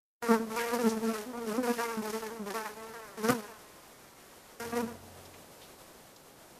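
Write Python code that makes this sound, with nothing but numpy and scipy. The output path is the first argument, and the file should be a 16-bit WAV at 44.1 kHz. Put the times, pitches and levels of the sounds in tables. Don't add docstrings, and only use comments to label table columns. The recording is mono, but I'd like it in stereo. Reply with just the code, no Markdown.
import sys
import numpy as np
from scipy import signal
from scipy.fft import rfft, irfft, next_fast_len
from scipy.io import wavfile
from scipy.ndimage import uniform_filter1d, map_coordinates

SR = 44100
rng = np.random.default_rng(int(sys.argv[2]) if len(sys.argv) > 2 else 0)


def generate_wav(signal):
    frames = np.transpose(np.atleast_2d(signal))
    scaled = np.clip(frames, -1, 1) * 32767
    pcm = np.round(scaled).astype(np.int16)
    wavfile.write(sys.argv[1], SR, pcm)


N = 290619

# (start [s], approach [s], retreat [dB/s],
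# closest buzz [dB], hum over buzz [dB], rasp over buzz [dB], wing beat [Hz], sag [Hz/s])
FLY_DARTS = [(.222, 0.0038, 24, -29, -12.5, -9.5, 238.6, 131),
             (0.285, 0.044, 258, -17.5, -1.5, -16.5, 243.7, 273.5),
             (.392, 0.011, 117, -32.5, 5, -23, 231.9, 128.5), (.5, 0.064, 8, -32, -7, -8.5, 220.3, 22),
             (0.561, 0.019, 35, -26, -16, -9, 235.4, 31.5), (0.714, 0.026, 240, -23, -3.5, -11, 249, 256.5),
             (0.786, 0.06, 8, -24.5, -3.5, -11.5, 242.4, 202),
             (0.833, 0.052, 400, -21, 2.5, -14, 230.4, 130), (0.895, 0.027, 82, -30, 2, -11, 230.5, 110.5),
             (1.013, 0.076, 106, -29.5, 1.5, -10.5, 226.5, 7),
             (1.132, 0.018, 121, -30, -8.5, -6, 218.1, 81), (1.257, 0.028, 136, -42, 4.5, -10, 235.1, -280),
             (1.331, 0.0047, -39, -38.5, -1.5, -15, 239.1, 100.5),
             (1.462, 0.036, 67, -29.5, -1, -10, 220.4, 235.5),
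             (1.536, 0.0086, 113, -30, -5.5, -9.5, 214.5, -300),
             (1.577, 0.013, 304, -27.5, 4.5, -17, 246.4, -105),
             (1.629, 0.012, 40, -27, -6.5, -9.5, 241.9, 336),
             (1.672, 0.029, 245, -22.5, -4, -12, 242.6, 64.5),
             (1.73, 0.0059, 52, -33, -1, -4.5, 239.2, 197), (1.78, 0.018, 55, -26, -15.5, -9.5, 237.3, 62),
             (1.969, 0.0075, 156, -33.5, 5, -8.5, 222.2, 60),
             (2.018, 0.092, 232, -32.5, -7.5, -6.5, 216, 72),
             (2.128, 0.026, 144, -27.5, -6, -9, 221.6, -53.5),
             (2.22, 0.0036, 63, -32.5, -10, -9, 221.5, 199.5),
             (2.303, .007, 137, -35, -8.5, -11, 234.4, 168),
             (2.392, 0.029, 96, -40, 3.5, -16, 215.8, 348.5),
             (2.459, 0.022, 51, -32.5, -7.5, -9, 205.7, 140.5),
             (2.539, 0.024, 106, -28, -14, -9, 230.8, 203),
             (2.645, 0.011, 161, -32.5, -14.5, -8, 212.2, 239.5),
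             (2.688, 0.004, 115, -39, -15, -7.5, 217.5, 100.5),
             (2.76, .021, 15, -39.5, -10.5, -11, 220.3, -18.5),
             (2.936, 0.0031, 49, -38.5, -19.5, -11, 236.7, 212),
             (3.174, 0.028, 17, -34.5, -5, -9, 222.8, 333.5),
             (3.229, 0.037, 35, -25, -3.5, -10.5, 217.8, -270),
             (3.284, 0.012, 200, -18, -0.5, -12, 244.3, -200),
             (3.313, 0.0036, 182, -25, 0, -8, 256.1, 471.5), (3.42, 0.01, 58, -41.5, -9, -6, 212.6, 160.5),
             (3.477, 0.0068, 93, -43, -24, -8, 241.4, 381.5), (3.58, .02, 3, -57.5, -24, -1.5, 213.8, 35),
             (4.598, 0.006, 65, -33, -9, -6.5, 237.5, 58.5), (4.723, 0.02, 8, -28.5, -2, -15, 231.7, -60),
             (4.755, 0.028, 171, -23.5, -1.5, -12.5, 239.9, 43), (4.822, 0.005, 150, -32, 8, -13, 234, 138),
             (4.875, 0.0057, 281, -35.5, 1, -8.5, 248.4, 400)]
# (time [s], left minus right [dB])
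FLY_BEARING = [(.25, -12.5), (.32, -28), (.57, 29), (.74, 31), (.87, -49), (1.11, 30), (1.48, -26),
               (1.66, 15), (1.84, 20), (1.97, -15), (2.16, 36), (2.55, -28), (3.28, -48), (4.6, -26),
               (4.79, -30), (4.96, 10)]
# (frequency [Hz], relative level [dB])
BUZZ_SPECTRUM = [(450, 8), (680, -3), (900, -0.5), (1150, -3), (1380, -5.5), (1850, -13), (2300, -19),
                 (3000, -28)]
# (frequency [Hz], relative density [dB])
RASP_SPECTRUM = [(60, -32), (300, -2), (1000, 0), (1700, 2.5), (2400, 1.2), (3600, -3.8), (5600, 0.1),
                 (7800, -4.5), (11000, -4), (13500, -6), (15000, -15)]
# (time [s], length [s])
WING_STALLS = [(0.456, .014), (1.0, 0.0041), (1.76, 0.0085), (2.116, 0.0068), (2.201, 0.0089),
               (2.75, 0.0098), (4.858, 0.0061)]
# (time [s], level [dB], length [s], left minus right [dB])
DOWNWASH_PUFFS = [(3.313, -27.5, 0.017, -10.5)]
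# (time [s], level [dB], rise [s], centre [Hz], left minus right [dB])
ZIPS_AND_TICKS = [(.596, -35, .02, 2000, 22), (0.898, -35, 0.011, 5700, -23),
                  (3.296, -25, 0.004, 1300, -29), (3.305, -19, 0.0004, 8705, -30),
                  (5.257, -49, 0.005, 4500, -10), (5.343, -49.5, 0.005, 2200, 3),
                  (5.628, -49.5, 0.018, 3300, 23), (6.164, -48, 0.003, 5000, 22)]
# (time [s], hiss [dB], low rush [dB])
AIR_LEVELS = [(.2, -100, -110), (.225, -47.5, -49.5), (4.55, -51.5, -63.5), (4.65, -49.5, -47.5),
              (5.6, -49.5, -56.5), (5.85, -49, -54), (6.1, -51, -58.5)]
# (frequency [Hz], relative density [dB])
HISS_SPECTRUM = [(40, -12), (500, -5), (900, -9), (2400, -17.5), (6000, -19), (13500, -20.5), (15000, -32)]
# (time [s], level [dB])
DRONE_LEVELS = [(4.57, -130), (4.61, -52), (5.2, -53), (5.45, -63), (5.7, -130)]

APPROACH_DB, APPROACH_CURVE = 6, 2.3
HUM_REACH, RASP_REACH = 1, 0.88
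TURN_DIP_DB, TURN_S = 15, .0033
BRAKE_DB, BRAKE_S = 6.5, .005
DART_UNREST, SETTLE_S = 1.3, .045
PICKUP_S = .004
SLOWEST_HZ = 181
REVERSAL_RAD = 3.8
DART_RASP_DB_PER_HZ = 0.187
STALL_DB = 8
PORT_LAG_S = 0.00022
NEARNESS_SHARE = 0.43
USUAL_BUZZ_DB = -30
TOP_HZ = 15100


def fly():
    beat_hz, buzz_db, hum_db, rasp_db, unrest = flight()
    lean_db, = curves(FLY_BEARING)
    waver = unrest * (.007 * wobble(30) + .008 * wobble(70) + .004 * wobble(200))
    lag_s = PORT_LAG_S * np.tanh(lean_db / 10) * np.array([[-.5], [.5]])
    phase = 2 * np.pi * (np.cumsum(beat_hz * (1 + waver)) / SR - beat_hz * lag_s)
    drift = .5 * np.array([wobble(14), wobble(14)])
    hum = -np.sqrt(2) * np.cos(phase + drift) * amp(hum_db + 1.8 * wobble(45))
    buzz = wing_buzz(phase, beat_hz, hum_db, sway=.9, turn_rate=36, dulling=.38)
    speeding = np.maximum(np.diff(beat_hz, prepend=beat_hz[0]), 0)
    dart_db = DART_RASP_DB_PER_HZ * signal.lfilter([1], [1, -np.exp(-1 / (0.003 * SR))], speeding)
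    tearing = wing_rasp(phase - REVERSAL_RAD, snap=7, upstroke=.45, steady=.2, uneven_db=2.2)
    rasp = amp(rasp_db + dart_db) * tearing
    buffeted = sum(swell(s, 2 * length) for s, _, length, _ in DOWNWASH_PUFFS)
    flutter_db = 1.1 * wobble(100) + 1.8 * buffeted * wobble(600)
    stall_db = -STALL_DB * sum(swell(s, length) for s, length in WING_STALLS)
    airborne = np.clip((clock() - FLY_DARTS[0][0]) / .004, 0, 1)
    wings = amp(stall_db) * (hum + buzz) + rasp
    return airborne * amp(buzz_db + flutter_db) * pan(lean_db) * wings


def flight():
    darts = np.array(FLY_DARTS)
    current = np.maximum(np.searchsorted(darts[:, 0], clock(), side="right") - 1, 0)
    start, approach, retreat, buzz_db, hum_db, rasp_db, beat_hz, sag = darts[current].T
    age = np.maximum(clock() - start, 0)
    remaining = np.append(darts[1:, 0], np.inf)[current] - clock()
    nearing_db = -APPROACH_DB * np.abs(1 - age / approach) ** APPROACH_CURVE
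    leaving_db = -retreat * (age - approach)
    near_db = np.maximum(np.where(age < approach, nearing_db, leaving_db), -60)
    turn_db = -TURN_DIP_DB * np.exp(-age / TURN_S)
    brake_db = -BRAKE_DB * np.exp(-remaining / BRAKE_S)
    unrest = 1 + DART_UNREST * np.exp(-age / SETTLE_S)
    controls = [np.maximum(beat_hz - sag * age, SLOWEST_HZ),
                buzz_db + near_db + brake_db,
                hum_db + turn_db + (HUM_REACH - 1) * near_db,
                rasp_db - brake_db + (RASP_REACH - 1) * near_db,
                unrest]
    return uniform_filter1d(np.array(controls), int(PICKUP_S * SR) + 1, axis=1)


def wing_buzz(phase, beat_hz, hum_db, sway, turn_rate, dulling):
    buzz, power = np.zeros((2, 2, N))
    turning = lambda: np.array([wobble(turn_rate), wobble(turn_rate)])
    for k in range(2, 13):
        beaming = sway * (1 - np.exp((1 - k) / 2))
        partial_db = along(BUZZ_SPECTRUM, k * beat_hz) - dulling * hum_db * np.log(k / 2)
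        size = amp(partial_db) / np.sqrt(1 + 2 * beaming ** 2)
        direct = size * (1 + beaming * turning())
        crossed = size * beaming * turning()
        angle = k * (phase - REVERSAL_RAD * (k > 4))
        buzz -= direct * np.cos(angle) + crossed * np.sin(angle)
        power += (direct ** 2 + crossed ** 2) / 2
    return buzz / np.sqrt(power)


def wing_rasp(phase, snap, upstroke, steady, uneven_db):
    beats = phase / (2 * np.pi)
    sizes = amp(uneven_db * rng.standard_normal(N))[beats.astype(int)]
    burst = lambda position: np.exp(-snap * (position % 1))
    envelope = steady + sizes * (burst(beats) + upstroke * burst(beats + .5))
    torn = envelope * rng.standard_normal((2, N))
    return unit(filtered(torn, lambda hz: amp(along(RASP_SPECTRUM, hz))))


def downwash():
    gust = noise([(30, -20), (140, -1), (400, -6), (2500, -28)])
    return gust * sum(amp(db) * swell(s, length) * pan(lean) for s, db, length, lean in DOWNWASH_PUFFS)


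def zips_and_ticks(width_octaves=0.55):
    out, size = np.zeros((2, N)), SR // 2
    hz = np.fft.rfftfreq(size, 1 / SR)
    for s, db, rise, centre, lean in ZIPS_AND_TICKS:
        band = 1 / (1 + (np.log2((hz + 1) / centre) / width_octaves) ** 2)
        burst = unit(irfft(rfft(rng.standard_normal(size)) * band, size))
        out += amp(db) * flick(s, rise) * pan(lean) * np.resize(burst, N)
    return out


def room(x, t60, dull_hz):
    t = np.arange(SR // 2) / SR
    tail = rng.standard_normal((2, len(t))) * amp(-60 * t / t60) * (1 - np.exp(-t / 0.0031))
    softened = filtered(x.sum(0), lambda hz: 1 / np.hypot(1, hz / dull_hz))
    return signal.fftconvolve(softened[None], tail / np.linalg.norm(tail[0]), axes=1)[:, :N]


def room_air():
    hiss_db, rush_db = curves(AIR_LEVELS)
    hiss = noise(HISS_SPECTRUM)
    hiss = unit(hiss + 0.21 * hiss[::-1])
    hiss *= amp(hiss_db + wobble(26))
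    rush = noise([(30, -10), (150, -3), (700, -2.5), (2000, -26), (9000, -43)])
    rush *= amp(rush_db + wobble(9))
    return (hiss + rush) * pan(-1.6)


def drone():
    level_db, = curves(DRONE_LEVELS)
    phase = 2 * np.pi * np.cumsum(45.3 + 0.3317 * wobble(9.1)) / SR
    return np.sqrt(2) * amp(level_db) * (np.sin(2 * phase) + 0.4 * np.sin(3 * phase)) * pan(-18)


def amp(db):
    return 10 ** (np.asarray(db) / 20)


def unit(x):
    return x / np.sqrt(np.mean(x ** 2) + 1e-20)


def clock():
    return np.arange(N) / SR


def along(points, hz):
    frequencies, values = np.transpose(points)
    return np.interp(np.log(hz + 1), np.log(frequencies + 1), values)


def curves(rows):
    times, *columns = np.transpose(rows)
    return [np.interp(clock(), times, column) for column in columns]


def wobble(rate):
    coarse = np.linspace(0, N / SR, 2048)
    smooth = map_coordinates(rng.standard_normal(2048), [coarse * rate], mode="wrap")
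    return np.interp(clock(), coarse, smooth)


def filtered(x, response):
    size = next_fast_len(N + SR // 2)
    return irfft(rfft(x, size) * response(np.fft.rfftfreq(size, 1 / SR)), size)[..., :N]


def noise(colour):
    return unit(filtered(rng.standard_normal((2, N)), lambda hz: amp(along(colour, hz))))


def pan(lean_db):
    ratio = amp(np.atleast_1d(lean_db))
    return np.array([ratio, np.ones_like(ratio)]) / np.sqrt(1 + ratio ** 2)


def swell(s, length):
    return np.exp(-np.minimum(((clock() - s) / length) ** 2, 100) / 2)


def flick(s, rise):
    progress = np.clip((clock() - s) / rise + 1, 0, 20)
    return progress * np.exp(1 - progress)


def scene():
    wings = fly()
    buzz_db = flight()[1]
    radiated = wings * amp(-NEARNESS_SHARE * (buzz_db - USUAL_BUZZ_DB))
    reverb = amp(-19.5) * room(radiated, t60=0.59, dull_hz=6000)
    return wings + reverb + downwash() + zips_and_ticks() + room_air() + drone()


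def record(dry):
    return filtered(dry, lambda hz: hz < TOP_HZ)


dry = scene()
out = record(dry)
generate_wav(out)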